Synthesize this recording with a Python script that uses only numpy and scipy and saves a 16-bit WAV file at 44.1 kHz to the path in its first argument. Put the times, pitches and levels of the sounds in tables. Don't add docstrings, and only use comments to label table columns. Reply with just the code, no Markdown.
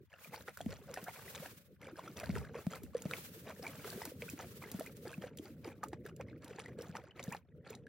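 import sys
import numpy as np
from scipy import signal
from scipy.fft import rfft, irfft
from scipy.io import wavfile
from scipy.ndimage import uniform_filter1d

SR = 44100
rng = np.random.default_rng(int(sys.argv[2]) if len(sys.argv) > 2 else 0)


def transcribe(signal):
    frames = np.atleast_2d(signal).T
    limited = np.clip(frames, -1, 1)
    pcm = np.round(limited * 32767).astype(np.int16)
    wavfile.write(sys.argv[1], SR, pcm)


N = 347508
TIME = np.arange(N) / SR
BRIEF = TIME[:3000]
EDGE_HZ = 16100

# start in seconds, level in dB, pitch in Hz.
AIR_POCKETS = [(0.6614, -28.5, 220), (1.026, -43.5, 189), (1.399, -42, 159), (1.867, -46, 510),
               (2.2314, -36, 602), (2.293, -25.5, 188), (2.3579, -35, 431), (2.5518, -35, 470),
               (2.6673, -25.5, 182), (2.834, -41.5, 259), (2.9486, -26.5, 490), (3.054, -30, 182),
               (3.594, -42, 477), (3.851, -39, 430), (3.957, -39.5, 203), (3.975, -41, 406),
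               (4.073, -41.5, 276), (4.117, -41.5, 480), (4.221, -40, 478), (4.333, -38.5, 280),
               (4.657, -43.5, 436), (4.7437, -32, 194), (4.789, -37.5, 266), (5.052, -40, 480),
               (5.069, -39, 361), (5.179, -36.5, 188), (5.238, -35.5, 506), (5.395, -39.5, 305),
               (5.653, -40.5, 430), (5.674, -38, 322), (5.929, -39, 335), (6.052, -42.5, 420),
               (6.198, -39.5, 511), (6.508, -42.5, 445), (6.583, -42.5, 460), (6.786, -37.5, 474),
               (6.805, -44, 465), (6.894, -39, 166), (7.279, -32.5, 183.6), (7.703, -41.5, 446)]
# start in seconds, level in dB, cavity pitch in Hz, overtone level in dB.
WET_SMACKS = [(0.3428, -36, 1020, -43), (0.4796, -31.5, 1420, -43), (0.484, -39, 850, -30),
              (0.573, -34.5, 1460, -55), (0.6061, -32, 697, -41), (0.9733, -32, 730, -28.5),
              (1.0825, -30.5, 715, -45), (1.459, -38.5, 776, -35), (1.9865, -39.5, 615, -40.5),
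              (2.2, -52, 1220, -33), (2.2329, -31, 615, -38), (2.354, -50, 835, -30.5),
              (2.363, -29.5, 1350, -61), (2.3725, -34.5, 900, -37), (2.545, -40.5, 1030, -40.5),
              (3.0548, -32, 600, -46), (3.1112, -29, 1400, -46), (3.136, -36, 1090, -20),
              (4.018, -30, 900, -36), (4.054, -38.5, 925, -44), (4.2213, -58, 1094, -29),
              (4.393, -36.5, 920, -46), (4.4, -37, 1270, -56), (4.809, -34.5, 620, -47),
              (5.0544, -42.5, 620, -50), (5.679, -43, 1015, -43), (5.8322, -30, 1280, -63),
              (5.8378, -30, 870, -56), (5.932, -34.5, 845, -36), (6.0628, -36, 1650, -52.5),
              (6.2108, -46, 1090, -34.5), (6.5858, -35, 824, -35.5), (6.598, -39.5, 1160, -33),
              (6.953, -30.5, 864, -34), (6.9678, -31, 1350, -39.5), (7.1948, -38, 1110, -30),
              (7.3478, -30, 812, -36)]
# start in seconds, level in dB, pitch in Hz.
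LOUD_DROPS = [(0.5727, -41, 14900), (0.6123, -40.5, 3300), (0.941, -36, 5730), (1.041, -39, 14400),
              (1.3496, -40, 3610), (2.199, -40, 5630), (2.756, -43, 14600), (2.834, -44.5, 12800),
              (3.0208, -40, 6770), (3.1117, -38, 3850), (3.168, -44, 3424), (3.9022, -38.5, 4500),
              (4.053, -32.5, 13000), (4.2996, -39.5, 7400), (4.716, -36, 14200), (4.7964, -37, 12000),
              (4.862, -44.5, 13500), (4.969, -50.5, 8450), (5.079, -44, 4700), (5.373, -42.5, 14000),
              (5.386, -43, 3200), (5.837, -43, 7160), (5.8845, -47.5, 8400), (5.9316, -52, 3950),
              (6.063, -47, 13300), (6.164, -50, 7260), (6.445, -45.5, 7700), (6.6003, -45, 3424),
              (6.8205, -44.5, 5570), (7.228, -42, 3800), (7.2391, -40.5, 6400), (7.324, -41, 6950),
              (7.7038, -46.5, 6850), (7.751, -45, 3940)]
# start in seconds, level in dB, pitch in Hz.
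SURFACE_BUBBLES = [(0.129, -50.5, 1760), (0.138, -51.5, 2760), (0.245, -47.5, 2410), (0.409, -56, 1420),
                   (0.939, -47, 1470), (0.962, -42.5, 1820), (1.279, -46, 1970), (1.829, -49, 2120),
                   (1.869, -48.5, 2360), (1.957, -52, 1620), (1.992, -38.5, 1020), (2.077, -41, 1340),
                   (2.176, -51, 2580), (2.24, -41.5, 1600), (2.449, -47, 1610), (2.7342, -39, 1315),
                   (2.746, -51, 2400), (3.65, -46, 2390), (3.666, -34.5, 2360), (4.034, -45.5, 2000),
                   (4.282, -45.5, 1470), (4.289, -41.5, 2480), (4.623, -48.5, 2370), (4.639, -44, 2080),
                   (4.794, -47, 1300), (4.862, -45.5, 2020), (4.871, -46.5, 2390), (5.13, -44.5, 1610),
                   (5.1398, -44, 2550), (5.221, -48, 1870), (6.284, -53, 2080), (6.659, -42, 1960),
                   (7.109, -52, 3025), (7.729, -51, 2560), (7.867, -47.5, 1680)]
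# start in seconds,
# length in seconds, level in dB, first pitch in Hz, last pitch in Hz, overtone level in dB.
SQUEEZES = [(0.33, 0.021, -44.5, 1005, 800, -47.5), (0.883, 0.055, -46, 608, 447, -63),
            (1.06, 0.029, -51, 608, 915, -45.5), (1.082, 0.018, -44, 847, 1156, -47),
            (1.417, 0.027, -45.5, 406, 830, -68), (3.621, 0.061, -48, 730, 991, -75),
            (5.645, 0.0385, -56, 795, 1030, -65), (5.831, 0.013, -35, 1578, 1120, -80),
            (6.195, 0.017, -47.5, 583, 1150, -57), (7.313, 0.031, -43, 758, 1300, -43.5)]
# start in seconds, length in seconds, strength in dB.
TONGUE_LAPS = [(0.109, 0.17, -63), (0.318, 0.097, -57), (0.705, 0.0067, -44.5), (0.882, 0.23, -57),
               (1.144, 0.32, -57), (1.348, 0.16, -56), (1.816, 0.09, -57), (1.974, 0.12, -56.5),
               (2.172, 0.33, -53.5), (2.547, 0.075, -55), (2.714, 0.034, -49), (2.945, 0.24, -57),
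               (3.473, 0.019, -47.5), (3.63, 0.3, -55), (3.843, 0.25, -54.5), (4.384, 0.046, -53),
               (4.625, 0.26, -56.5), (5.066, 0.051, -55.5), (5.221, 0.053, -53.5), (5.456, 0.012, -58),
               (5.645, 0.073, -55.5), (6.055, 0.009, -55.5), (6.272, 0.083, -66.5), (6.424, 0.29, -56),
               (6.785, 0.33, -58.5), (7.16, 0.2, -58), (7.661, 0.077, -57)]
# time of the peak in seconds, level in dB.
WIND_GUSTS = [(0.69, -46.5), (2.368, -39), (2.85, -50)]
# time in seconds, level in dB.
RUSTLE_LEVEL = [(0.13, -79), (0.24, -58.5), (0.87, -72), (1.02, -59.5), (1.48, -55), (1.78, -78.5),
                (2.2, -61.5), (2.5, -80), (2.6, -60), (2.92, -72.5), (3.17, -50.5), (3.55, -63.5),
                (3.92, -54), (4.15, -60.5), (4.6, -60), (5.28, -66.5), (5.34, -87), (5.39, -66),
                (5.54, -72), (6.35, -78.5), (6.97, -71), (7.12, -85), (7.34, -61), (7.42, -84)]
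# time in seconds, level in dB.
MURMUR_LEVEL = [(0, -56), (0.1, -78.5), (0.33, -57.5), (0.55, -64), (0.88, -57), (1.76, -60.5), (1.85, -55),
                (4.8, -54.5), (5.34, -54.5), (5.65, -53.5), (6.9, -53.5), (7.1, -61), (7.3, -50.5),
                (7.47, -66), (7.58, -56.5)]
# frequency in Hz, relative spectral level in dB.
BUBBLE_SPECTRUM = [(250, -6), (480, 7), (750, -1), (1050, -4), (1400, -2), (2400, -6.5), (3100, -16.5),
                   (6000, -16.5), (10000, -30)]
SPRAY_SPECTRUM = [(1200, -10.5), (3000, -9.5), (10000, -22), (15500, -34)]
RUSTLE_SPECTRUM = [(500, 0.5), (1500, 11), (3000, 8.5), (6000, 6.5), (9000, 5.5), (12500, 8.5), (15500, 10)]
MURMUR_SPECTRUM = [(45, -16.5), (80, 5), (160, 6.5), (270, 0), (350, -5), (470, -0.5), (600, -9),
                   (900, -55), (1500, -61.5)]
BREEZE_SPECTRUM = [(30, -52), (70, -1), (200, -13.5), (600, -47)]
# frequency in Hz, level in dB per bin.
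QUIET_LEVEL = [(100, -71.5), (450, -75), (1000, -103.5), (2000, -106), (5000, -99), (14000, -99)]

CHURN_DB_PER_S, EASE_DB_PER_S, SETTLE_DB_PER_S = 910, 24.5, 390
RIPPLE_DB, RIPPLE_DB_PER_S = -12.5, 87
FROTH_DB, FROTH_DB_PER_S = -17.5, 649
STILL_DB, HARDEST_DB = -81.5, -52
SWELL_S = 0.0044
GUST_DB_PER_S, CALM_DB = 165, -66.5


def gain_of(db):
    return 10 ** (np.asarray(db) / 20)


def evened(x):
    return x / np.sqrt(np.mean(x ** 2) + 1e-20)


def read_spectrum(points, hz):
    f, value = np.transpose(points)
    return np.interp(np.log(hz + 1), np.log(f + 1), value)


def follow(curve):
    return np.interp(TIME, *np.transpose(curve))


def add(mix, s, sound):
    part = mix[max(round(s * SR), 0):][:len(sound)]
    part += sound[:len(part)]


def coloured(x, colour):
    weights = gain_of(read_spectrum(colour, np.fft.rfftfreq(N, 1 / SR)))
    return evened(irfft(rfft(x) * weights, N))


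def wander(count):
    smooth = uniform_filter1d(rng.standard_normal(N), count)
    return evened(uniform_filter1d(smooth, count))


def clicks(per_s, spread_db):
    size = gain_of(spread_db * np.minimum(rng.exponential(1, N), 3.5))
    sign = rng.choice([-1, 1], N)
    return size * sign * (rng.random(N) < per_s / SR)


def ring(hz, cycles):
    age = BRIEF * hz / cycles
    turns = np.cumsum(hz * (1 + .03 * np.tanh((age - 1) / 2))) / SR
    return np.exp(-age) * np.sin(2 * np.pi * turns)


def snap(decay):
    band = signal.butter(1, [700, 3200], "band", fs=SR)
    burst = signal.lfilter(*band, rng.standard_normal(len(BRIEF)))
    return evened(burst) * np.exp(-BRIEF / decay)


def crackle(length, per_s):
    lot, size = rng.random(len(BRIEF)), rng.standard_normal(len(BRIEF))
    return (lot < per_s / SR) * size * np.exp(-BRIEF / length)


def wavering(t, hz, rough, count=60):
    tremble = evened(uniform_filter1d(rng.standard_normal(len(BRIEF)), count))[:len(t)]
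    return np.sin(2 * np.pi * np.cumsum(hz * (1 + rough * tremble)) / SR)


def swell(start, length, db, rise, sag, fall):
    age = TIME - start
    before, after = np.maximum(-age, 0), np.maximum(age - length, 0)
    drop = rise * before + sag * np.clip(age, 0, length) + fall * after
    return gain_of(db - np.minimum(drop, 100)) ** 2


def swarm(births, low_hz, high_hz):
    out = np.zeros(N)
    pitch = low_hz * (high_hz / low_hz) ** rng.random(N)
    cycles = 2 * 4 ** rng.random(N)
    for at in np.flatnonzero(births):
        onset = 1 - np.exp(-BRIEF * pitch[at])
        bubble = ring(pitch[at], cycles[at]) * onset
        add(out, at / SR, births[at] * pitch[at] / np.sqrt(cycles[at]) * bubble)
    return out


def stirring():
    power = np.full(N, gain_of(STILL_DB) ** 2)
    for start, length, db in TONGUE_LAPS:
        power += swell(start, length, db, CHURN_DB_PER_S, EASE_DB_PER_S, SETTLE_DB_PER_S)
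        power += swell(start, length, db + RIPPLE_DB, CHURN_DB_PER_S, EASE_DB_PER_S, RIPPLE_DB_PER_S)
    for s, db, _, overtone_db in WET_SMACKS:
        froth_db = max(db, overtone_db) + FROTH_DB - FROTH_DB_PER_S * BRIEF
        add(power, s, gain_of(froth_db) ** 2)
    return np.minimum(10 * np.log10(power), HARDEST_DB)


def murmur(level_db=-1, swell_db=2.0, slosh_db=-6):
    noise = coloured(rng.standard_normal(N), MURMUR_SPECTRUM)
    air = noise * gain_of(level_db + swell_db * wander(count=1800))
    slosh = evened(swarm(clicks(per_s=35, spread_db=0.0), 135.7, 498.0))
    return (air + gain_of(slosh_db) * slosh) * gain_of(follow(MURMUR_LEVEL))


def breeze(level_db=1):
    power = gain_of(CALM_DB) ** 2
    for s, db in WIND_GUSTS:
        power = power + swell(s, 0, db, GUST_DB_PER_S, 0, GUST_DB_PER_S)
    noise = coloured(rng.standard_normal((2, N)), BREEZE_SPECTRUM)
    return noise * gain_of(level_db) * np.sqrt(power)


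def rustle(level_db=1, flutter_db=3.0):
    hiss = coloured(rng.standard_normal((2, N)), RUSTLE_SPECTRUM)
    return hiss * gain_of(follow(RUSTLE_LEVEL) + level_db + flutter_db * wander(count=900))


def bubbles(level_db=-0.5, spread_db=3.5):
    stir = stirring()
    per_s = 900 * gain_of(stir - stir.max()) + 220
    births = clicks(per_s, spread_db) / np.sqrt(per_s)
    chatter = coloured(evened(swarm(births, 420, 3400)), BUBBLE_SPECTRUM)
    wash = coloured(rng.standard_normal(N), BUBBLE_SPECTRUM)
    clumps_db = 3 * wander(count=350)
    return evened(chatter + .55 * wash) * gain_of(stir + level_db + clumps_db)


def spray(level_db=-11.0, per_s=330, spread_db=5, clump_db=3, steepness=1.36):
    fizz = clicks(per_s, spread_db) * gain_of(clump_db * wander(count=500))
    stir = stirring()
    drive = stir.mean() + steepness * (stir - stir.mean())
    mist = evened(swarm(fizz, 3000, 14000)) + evened(fizz)
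    return coloured(mist, SPRAY_SPECTRUM) * gain_of(drive + level_db)


def blips(level_db=0, swell_s=.0018, bend=.03, rough=.025, snap_db=-13):
    out, age = np.zeros(N), BRIEF / swell_s
    for s, db, hz in SURFACE_BUBBLES:
        pitch = hz * (1 + bend * np.tanh((age - 2) / 2))
        tone = age * np.exp(1 - age) * wavering(BRIEF, pitch, rough)
        add(out, s, gain_of(db + level_db) * (tone + gain_of(snap_db) * snap(decay=2 * swell_s)))
    return out


def squelches(level_db=-1, overtone=2.15, rough=0.14, overtone_rough=0.1):
    out = np.zeros(N)
    for s, length, db, first_hz, last_hz, overtone_db in SQUEEZES:
        t = BRIEF[BRIEF < length]
        hz = first_hz * (last_hz / first_hz) ** (t / length)
        tone = gain_of(db) * wavering(t, hz, rough)
        tone = tone + gain_of(overtone_db) * wavering(t, hz * overtone, overtone_rough)
        add(out, s, gain_of(level_db) * np.sin(np.pi * t / length) * tone)
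    return out


def smacks(level_db=-0.5, cycles=2.14, overtone=2.09, snap_db=-21, peel=0.0056):
    out = np.zeros(N)
    onset = 1 - np.exp(-BRIEF / .00025)
    for s, db, hz, overtone_db in WET_SMACKS:
        before = .14 * crackle(length=peel, per_s=900)[::-1]
        push = np.concatenate([before, [1], .22 * crackle(length=0.007, per_s=600)])
        cavity = gain_of(db) * ring(hz, cycles) + gain_of(overtone_db) * ring(hz * overtone, cycles)
        wet = signal.fftconvolve(push, cavity * onset)
        add(out, s - len(before) / SR, gain_of(level_db) * wet)
        add(out, s, gain_of(max(db, overtone_db) + snap_db) * snap(decay=0.0015))
    return out


def drops(ping_db=-1, cycles=7, splat_db=-6, splat=0.0033, fizz_db=-29):
    out, age = np.zeros(N), TIME[:SR // 4]
    fade = gain_of(splat_db) * np.exp(-age / splat) + gain_of(fizz_db) * np.exp(-(age / .055) ** 2)
    for s, db, hz in LOUD_DROPS:
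        band = signal.butter(2, [2500, min(2 * hz + 2500, EDGE_HZ)], "band", fs=SR)
        burst = signal.lfilter(*band, rng.standard_normal(len(age)))
        add(out, s, gain_of(db) * burst * fade)
        add(out, s, gain_of(db + ping_db) * ring(hz, cycles))
    return out


def plops(level_db=0, sag=0.035, tail_db=-22, tail=0.041, slap_db=-12):
    out, age = np.zeros(N), BRIEF / SWELL_S
    body = (age * np.exp(1 - age)) ** 2
    shape = body + gain_of(tail_db) * (1 - np.exp(-age)) * np.exp(-BRIEF / tail)
    for s, db, hz in AIR_POCKETS:
        turns = np.cumsum(hz * (1 + sag * (np.exp(-age / 2) - .5))) / SR
        slap = gain_of(slap_db) * 180 / hz * (ring(650, 2) + snap(decay=.001) / 2)
        add(out, s, gain_of(db + level_db) * (slap - shape * np.sin(2 * np.pi * turns)))
    return out


def ports(x, side_db=-1, corner_hz=6500, scatter=0.00054):
    path = rng.standard_normal(len(BRIEF)) * np.exp(-BRIEF / scatter)
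    side = signal.oaconvolve(x, path / np.linalg.norm(path))[:N]
    high = signal.butter(2, corner_hz, "high", fs=SR)
    side = gain_of(side_db) * signal.lfilter(*high, side)
    return np.array([x + side, x - side])


def bank(x):
    taps = rng.standard_normal((2, len(BRIEF))) * np.exp(-BRIEF / .014) * (BRIEF > .005)
    taps = taps / np.linalg.norm(taps[0])
    return gain_of(-16) * signal.oaconvolve(x[None], taps, axes=1)[:, :N]


def scene():
    water = plops() + smacks() + squelches() + blips() + drops() + bubbles() + spray()
    return ports(water) + bank(water) + rustle() + murmur() + breeze()


def suppress(x, depth=1.0):
    hz, _, z = signal.stft(x, SR, nperseg=512, noverlap=384)
    power = (abs(z) ** 2).mean(0)
    power = uniform_filter1d(uniform_filter1d(power, size=3, axis=0), size=3, axis=1)
    power = abs(power) + 1e-20
    quiet = gain_of(read_spectrum(QUIET_LEVEL, hz))[:, None] ** 2
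    keep = (power / (power + quiet)) ** depth
    return signal.istft(z * keep, SR, nperseg=512, noverlap=384)[1][:, :N]


def record(dry):
    wind_filter = signal.butter(2, 55, "high", fs=SR)
    clean = suppress(signal.lfilter(*wind_filter, dry))
    band_limit = signal.firwin(511, EDGE_HZ, window=("kaiser", 9), fs=SR)
    return signal.oaconvolve(clean, band_limit[None], "same")


dry = scene()
out = record(dry)
transcribe(out)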